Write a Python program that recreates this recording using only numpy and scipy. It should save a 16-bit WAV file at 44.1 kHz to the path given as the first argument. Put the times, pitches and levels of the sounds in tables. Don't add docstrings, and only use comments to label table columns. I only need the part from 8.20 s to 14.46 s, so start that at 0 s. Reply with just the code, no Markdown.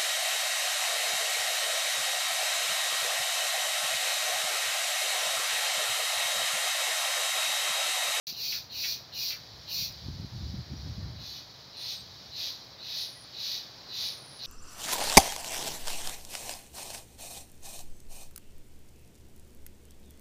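import sys
import numpy as np
from scipy import signal
from scipy.fft import rfft, irfft
from scipy.io import wavfile
from scipy.ndimage import uniform_filter1d

SR = 44100
rng = np.random.default_rng(int(sys.argv[2]) if len(sys.argv) > 2 else 0)


def generate_wav(signal):
    frames = np.transpose(np.atleast_2d(signal))
    scaled = np.clip(frames, -1, 1) * 32767
    pcm = np.round(scaled).astype(np.int16)
    wavfile.write(sys.argv[1], SR, pcm)


N = 276066
TIME = np.arange(N) / SR
HZ = np.fft.rfftfreq(N, 1 / SR)

# frequency_hz, level_db
AIR_COLOUR = [(20, -50), (32, -25), (45, -8), (70, -14), (125, 0.5), (180, -9), (300, -10), (430, -11),
              (600, -8), (1000, -11.5), (1350, -14.5), (1850, -14.5), (2600, -18), (3400, -67)]
CHORUS_COLOUR = [(1800, -24), (2600, -17.5), (3150, -9.5), (3750, -4), (4100, -1), (5000, -2), (5800, -10),
                 (7000, -21.5), (8200, -37.5), (9500, -37), (11700, -27.5), (15700, -27.5)]
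WIND_COLOUR = [(20, -55), (31, -26), (40, -17), (60, 0), (80, 4), (125, 0.5), (180, -5), (260, -18.5),
               (340, -20), (480, -38), (900, -82)]
# time_s, level_db
AIR_LEVELS = [(0, -2), (.6, 0.1), (1.3, 0.6), (2, -0.5), (2.8, 1.2), (3.3, -0.4), (4.5, 0.6), (5.2, 0),
              (5.7, 2), (6.26, 1.7)]
CHORUS_LEVELS = [(0, -54), (.85, -51.5), (1.3, -50.5), (1.45, -49.5), (1.9, -49.5), (2.3, -51),
                 (2.6, -50.5), (2.85, -52), (3.4, -50.5), (3.85, -51.5), (3.98, -51), (4.1, -50),
                 (4.46, -50), (4.55, -51), (4.97, -52.5), (5.6, -50.5), (6.1, -50)]
WIND_LEVELS = [(0, -62), (1.15, -60.5), (1.58, -54), (1.85, -46), (2.03, -44.5), (2.09, -51.5), (2.16, -35),
               (2.4, -36), (2.45, -56), (2.49, -38.5), (2.7, -41.5), (2.8, -37.5), (3.02, -47.5),
               (3.07, -56), (3.3, -66), (4.0, -57), (4.3, -65.5), (6.26, -68)]
# start_s, pitch_hz, level_db, length_s
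BIRD_NOTES = [(1.78, 1840, -71, 0.082), (2.56, 5700, -52, 0.029), (2.8, 1814, -59, 0.055),
              (4.95, 1962, -58, 0.045)]
# start_s, level_db
TWIG_TICKS = [(1.7243, -36), (2.0068, -49), (2.0601, -52), (3.9674, -50), (4.449, -50)]
# time_s, peak_db, pitch_hz
WIND_BUFFETS = [(.125, -43, 170), (1.625, -37, 108), (1.886, -27.5, 142), (1.999, -31.5, 124),
                (2.047, -31, 146), (2.27, -36, 140), (2.343, -26.5, 119), (2.54, -29.5, 145),
                (2.782, -29, 88)]
# start_s, length_s, first_pitch_hz, last_pitch_hz, dip_hz, upward_swing_hz, level_db
MARMOSET_TRILLS = [(3.571, 0.245, 9170, 8000, -130, 1090, -56), (4.778, 0.27, 9650, 9300, 300, 2230, -52),
                   (5.795, 0.407, 9630, 9550, 568, 2158, -51)]
# share_of_length, share_of_swing, level_db
TRILL_COURSE = [(0, 0.07, 3), (.11, .25, -1), (.2, 1, 6), (.42, 1, 0.5), (.7, .88, 1.5), (.9, .45, 1),
                (1, .25, -2)]
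# start_s, level_db, full_force_s
SNAP_BURSTS = [(.323, -23, .005), (.637, -25, .012), (1.105, -27, .001), (1.121, -27.5, 0.0078)]
# start_s, swell_s, release_after_s, level_db, clicks_per_s, evenness_0_to_1
NEAR_PULSES = [(-.12, .16, 0.22, -39, 330, 0.29), (.125, 0.15, 0.24, -37, 362, 0.76),
               (.487, 0.19, 0.24, -35.8, 345, .76), (.909, .13, 0.2, -36.5, 368, .75),
               (1.459, .11, .19, -36.5, 435, 0.56)]
FAR_PULSES = [(2.93, 0.18, .25, -44.5, 331.2, 0.98), (3.505, 0.26, 0.22, -37, 358.8, 0.46),
              (4.095, .15, 0.19, -36.5, 339.6, 0.36), (4.565, 0.28, 0.27, -36, 379.6, 0.19),
              (5.11, 0.19, 0.25, -36, 375.5, .3), (5.66, 0.2, 0.22, -34.8, 400.4, 0.11),
              (6.164, .14, .21, -37, 415, .36)]
# frequency_hz, level_db
NEAR_BUZZ_COLOUR = [(1200, -46), (1950, -29), (2350, -26), (3050, -9.5), (3600, -3.5), (4150, 4.5),
                    (5300, -6), (6100, -13.5), (6800, -18.5), (7600, -40.5), (10800, -26.5), (12300, -13),
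                    (15200, -9), (16000, -18.5)]
FAR_BUZZ_COLOUR = [(1200, -32.5), (2000, -22.5), (2500, -24), (2900, -13.5), (3550, -3), (4150, 3),
                   (4700, -6), (5700, -14.5), (6700, -25.5), (7800, -45.5), (9500, -48.5), (11500, -28),
                   (13500, -29), (16000, -34)]
# full_db, fade_in_s, shortfall_db, fall_db_per_s
NEAR_BANDS = [(-0.9, 0.025, 11, 234), (-0.4, 0.039, 25, 225), (-5, 0.048, 25, 278)]
FAR_BANDS = [(-1, 0.043, 14.4, 163), (-3.5, 0.092, 26.5, 160), (-15, .11, 27, 175)]

WARBLES_PER_S, EXTRA_WARBLES_PER_S, SETTLE_S = 27.7, 5, .1
SNAPS_PER_S, BURST_S = 310, .055
SNAP_FADE_DB, SNAP_FADE_S = -19.5, 0.0089
SNAP_DROP_HZ, SNAP_DROP_S = 1100, 0.026
LOCK_S = .18
SWELL_CURVE = 2.27
RELEASE_S = 0.0068
BODY_HZ = 4090


def gain_of(db):
    return 10 ** (np.asarray(db) / 20)


def evened(x):
    return x / np.sqrt(np.mean(x ** 2) + 1e-20)


def steadied(x, size):
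    return x / np.sqrt(abs(uniform_filter1d(uniform_filter1d(x ** 2, size), size)) + 1e-12)


def add(mix, start_s, sound):
    part = mix[max(round(start_s * SR), 0):][:len(sound)]
    part += sound[:len(part)]


def follow(rows, t=TIME):
    times, *columns = np.transpose(rows)
    return [np.interp(t, times, column) for column in columns]


def coloured(x, colour):
    hz, db = np.transpose(colour)
    gains = gain_of(np.interp(np.log(HZ + 1), np.log(hz), db))
    return evened(irfft(rfft(x) * gains, N))


def drift(rate_hz):
    return evened(irfft(rfft(rng.standard_normal(N)) * np.exp(-(HZ / rate_hz) ** 2), N))


def cut_lows(x, hz, order):
    return signal.sosfilt(signal.butter(order, hz, "highpass", fs=SR, output="sos"), x)


def resonate(x, hz, width_hz):
    turn = np.exp(2j * np.pi * np.cumsum(hz * np.ones(N)) / SR)
    decay = np.exp(-np.pi * width_hz / SR)
    return (turn * signal.lfilter([(1 - decay) ** 2], [1, -2 * decay, decay * decay], x / turn)).real


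def foliage(x, echo_db, fade_s):
    t = np.arange(SR // 4) / SR
    echoes = rng.standard_normal(len(t)) * (rng.random(len(t)) < .1)
    echoes *= gain_of(-60 * t / fade_s) * (t > .001)
    return x + gain_of(echo_db) * signal.oaconvolve(x, echoes / np.linalg.norm(echoes))[:N]


def garden():
    air = coloured(rng.standard_normal(N), AIR_COLOUR)
    air *= gain_of(-56 + follow(AIR_LEVELS)[0] + .5 * drift(24.0))
    chorus = coloured(foliage(rng.standard_normal(N), echo_db=-6.5, fade_s=0.024), CHORUS_COLOUR)
    return air + chorus * gain_of(follow(CHORUS_LEVELS)[0] + 1.1 * drift(2.3))


def birds():
    out = np.zeros(N)
    for start, hz, db, length in BIRD_NOTES:
        t = np.arange(0, length, 1 / SR)
        add(out, start, gain_of(db) * np.hanning(len(t)) * np.sin(2 * np.pi * hz * t))
    return foliage(out, echo_db=-3, fade_s=.2)


def twigs(gain_db, fade_s):
    t, out = np.arange(700) / SR, np.zeros(N)
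    for start, db in TWIG_TICKS:
        bright_noise = np.diff(rng.standard_normal(len(t) + 1))
        add(out, start, gain_of(db + gain_db - 60 * t / fade_s) * bright_noise)
    return out


def wind():
    level_db = follow(WIND_LEVELS)[0] + 2.5 * drift(12.4)
    out = gain_of(level_db) * steadied(coloured(rng.standard_normal(N), WIND_COLOUR), size=1500)
    t = np.arange(-1024, 1024) / SR
    for middle, db, hz in WIND_BUFFETS:
        angle = 2 * np.pi * hz * t
        add(out, middle + t[0], gain_of(db) * angle * np.exp((1 - angle ** 2) / 2))
    return out


def trill(length, first_hz, last_hz, dip_hz, swing_hz, db):
    t = np.arange(0, length, 1 / SR)
    along = t / length
    width, shape_db = follow(TRILL_COURSE, along)
    low_hz = first_hz + (last_hz - first_hz) * along - dip_hz * np.sin(np.pi * along ** .75) ** 2
    angle = np.pi * np.cumsum(WARBLES_PER_S + EXTRA_WARBLES_PER_S * np.exp(-t / SETTLE_S)) / SR
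    trough = np.sin(angle) ** 2
    crest = (1 - trough) / (1 + 1.5 * trough)
    shake = evened(uniform_filter1d(rng.standard_normal(SR), size=220))[:len(t)]
    flutter = evened(uniform_filter1d(rng.standard_normal(SR), size=220))[:len(t)]
    hz = (low_hz + swing_hz * width * crest) * (1 + .006 * shake)
    voice_break = np.exp(-(np.sin(angle - .25) / 0.36) ** 2) * width ** 2
    level_db = db + shape_db + 6 * crest - 22 * voice_break + 2.1 * flutter
    whistle = np.sqrt(2) * np.sin(2 * np.pi * np.cumsum(hz) / SR)
    return whistle * gain_of(level_db) * signal.windows.tukey(len(t), .04)


def marmosets():
    out = np.zeros(N)
    for start, *call in MARMOSET_TRILLS:
        add(out, start, trill(*call))
    return gain_of(-9.5) * foliage(out, echo_db=-9, fade_s=0.16)


def cicada_snaps(low_hz, high_hz, low_fade_s, high_fade_s, high_db):
    t, out = np.arange(512) / SR, np.zeros(N)
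    fade_in = 1 - np.exp(-t / 0.00028)
    for start, db, hold in SNAP_BURSTS:
        for age, slip in zip(np.arange(0, BURST_S, 1 / SNAPS_PER_S), rng.random(size=64)):
            sinking_hz = low_hz + SNAP_DROP_HZ * np.exp(-age / SNAP_DROP_S)
            low = np.sin(2 * np.pi * sinking_hz * t) * gain_of(-60 * t / low_fade_s)
            high = np.sin(2 * np.pi * high_hz * t) * gain_of(high_db - 60 * t / high_fade_s)
            force_db = db + SNAP_FADE_DB * (1 - np.exp(-max(age - hold, 0) / SNAP_FADE_S))
            add(out, start + age + .3 * slip / SNAPS_PER_S, gain_of(force_db) * (low - high) * fade_in)
    return gain_of(2.5) * foliage(cut_lows(out, hz=1300, order=2), echo_db=-0.5, fade_s=0.15)


def tymbals(pulses, lock_width_s, ring_s, scrape, uneven_db):
    starts, _, _, _, rates, evenness = np.transpose(pulses)
    locks = starts + LOCK_S
    rate = np.interp(TIME, locks, rates)
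    even = sum(peak * np.exp(-((TIME - lock) / lock_width_s) ** 2) for lock, peak in zip(locks, evenness))
    even = np.clip(even, 0, 1)
    click_count = np.cumsum(rate * (1 + .007 * drift(20))) / SR
    hits = np.flatnonzero(np.diff(np.floor(click_count)))
    slip = .25 * (1 - even[hits]) ** 3 * rng.standard_normal(N)[hits] * SR / rate[hits]
    hits = np.clip(hits + np.round(slip).astype(int), 0, N - 1)
    force = gain_of(uneven_db * rng.standard_normal(N)[hits])
    fade = np.exp(-np.arange(256) / SR / ring_s)
    clicks, rasp = np.zeros(N), np.zeros(N)
    for side in range(2):
        strokes = np.bincount(hits[side::2], force[side::2], N)
        ribs = rfft(fade * rng.standard_normal(len(fade)))
        click = irfft(ribs / abs(ribs)) * np.sqrt(fade)
        clicks += np.convolve(strokes, click)[:N]
        rasp += np.convolve(strokes, fade)[:N]
    return evened(clicks) + scrape * (1.3 - even) * evened(rasp * rng.standard_normal(N))


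def pulse_loudness(pulses, full_db, fade_in_s, shortfall_db, fall_db_per_s):
    t, power = np.arange(SR) / SR, np.zeros(N + 2 * SR)
    fade_in = np.sin(np.pi / 2 * np.minimum(t / fade_in_s, 1)) ** 2
    for start, swell, release, db, _, _ in pulses:
        swell_db = shortfall_db * np.maximum(1 - t / swell, 0) ** SWELL_CURVE
        fall_db = fall_db_per_s * RELEASE_S * np.logaddexp(0, (t - release) / RELEASE_S)
        add(power, start + 1, (fade_in * gain_of(db + full_db - swell_db - fall_db)) ** 2)
    return np.sqrt(power[SR:SR + N])


def cicada(clicks, pulses, colour, bands, whistle_width_hz, slide_hz, slide_db):
    starts = np.array(pulses)[:, 0]
    age = abs(TIME - starts[np.searchsorted(starts, TIME) - 1])
    spectrum = rfft(coloured(clicks, colour))
    above_body, above_rasp = (1 / (1 + (hz / (HZ + 1)) ** 30) for hz in (4600, 8500))
    body = irfft(spectrum * (1 - above_body), N)
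    rasp = irfft(spectrum * (above_body - above_rasp), N)
    sizzle = irfft(spectrum * above_rasp, N)
    early = uniform_filter1d(np.exp(-(age / 0.07) ** 2), size=1300)
    whistle = evened(resonate(clicks, BODY_HZ, whistle_width_hz))
    slack = uniform_filter1d(np.exp(-(age / 0.08) ** 1.7), size=1300)
    held = uniform_filter1d(np.exp(-(age / 0.56) ** 4), size=1300)
    bright_clicks = cut_lows(clicks, hz=2150, order=12)
    slide = evened(resonate(bright_clicks, slide_hz + 1000 * slack, width_hz=890)) * held
    body = (1 - early) * evened(body) + early * whistle + gain_of(slide_db) * slide * (1 - 0.05 * early)
    return sum(steadied(sound, size=900) * pulse_loudness(pulses, *band)
               for sound, band in zip((body, rasp, sizzle), bands))


def scene():
    near_clicks = tymbals(NEAR_PULSES, lock_width_s=.07, ring_s=0.00169, scrape=0.82, uneven_db=1.5)
    near_clicks = foliage(near_clicks, echo_db=7, fade_s=0.13)
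    far_clicks = tymbals(FAR_PULSES, lock_width_s=0.076, ring_s=0.0019, scrape=1.0, uneven_db=2.0)
    far_clicks = foliage(far_clicks, echo_db=1.5, fade_s=0.33)
    near = cicada(near_clicks, NEAR_PULSES, NEAR_BUZZ_COLOUR, NEAR_BANDS,
                  whistle_width_hz=620, slide_hz=2290, slide_db=-12)
    far = cicada(far_clicks, FAR_PULSES, FAR_BUZZ_COLOUR, FAR_BANDS,
                 whistle_width_hz=790, slide_hz=2310, slide_db=-16.5)
    cicadas = foliage(near + far, echo_db=-22.5, fade_s=0.62)
    snaps = cicada_snaps(low_hz=1410, high_hz=3540, low_fade_s=0.0044, high_fade_s=0.0025, high_db=-1.5)
    mix = cicadas + snaps + marmosets() + wind() + twigs(gain_db=-13, fade_s=.012) + birds() + garden()
    return mix[None]


def record(dry):
    fade_in = np.clip((TIME - .069) * 1000, 0, 1)
    live = cut_lows(dry * fade_in, hz=45, order=4)
    cut_highs = signal.firwin(511, cutoff=15800, window=("kaiser", 9), fs=SR)
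    return signal.oaconvolve(live, cut_highs[None], "same")


dry = scene()
out = record(dry)
generate_wav(out)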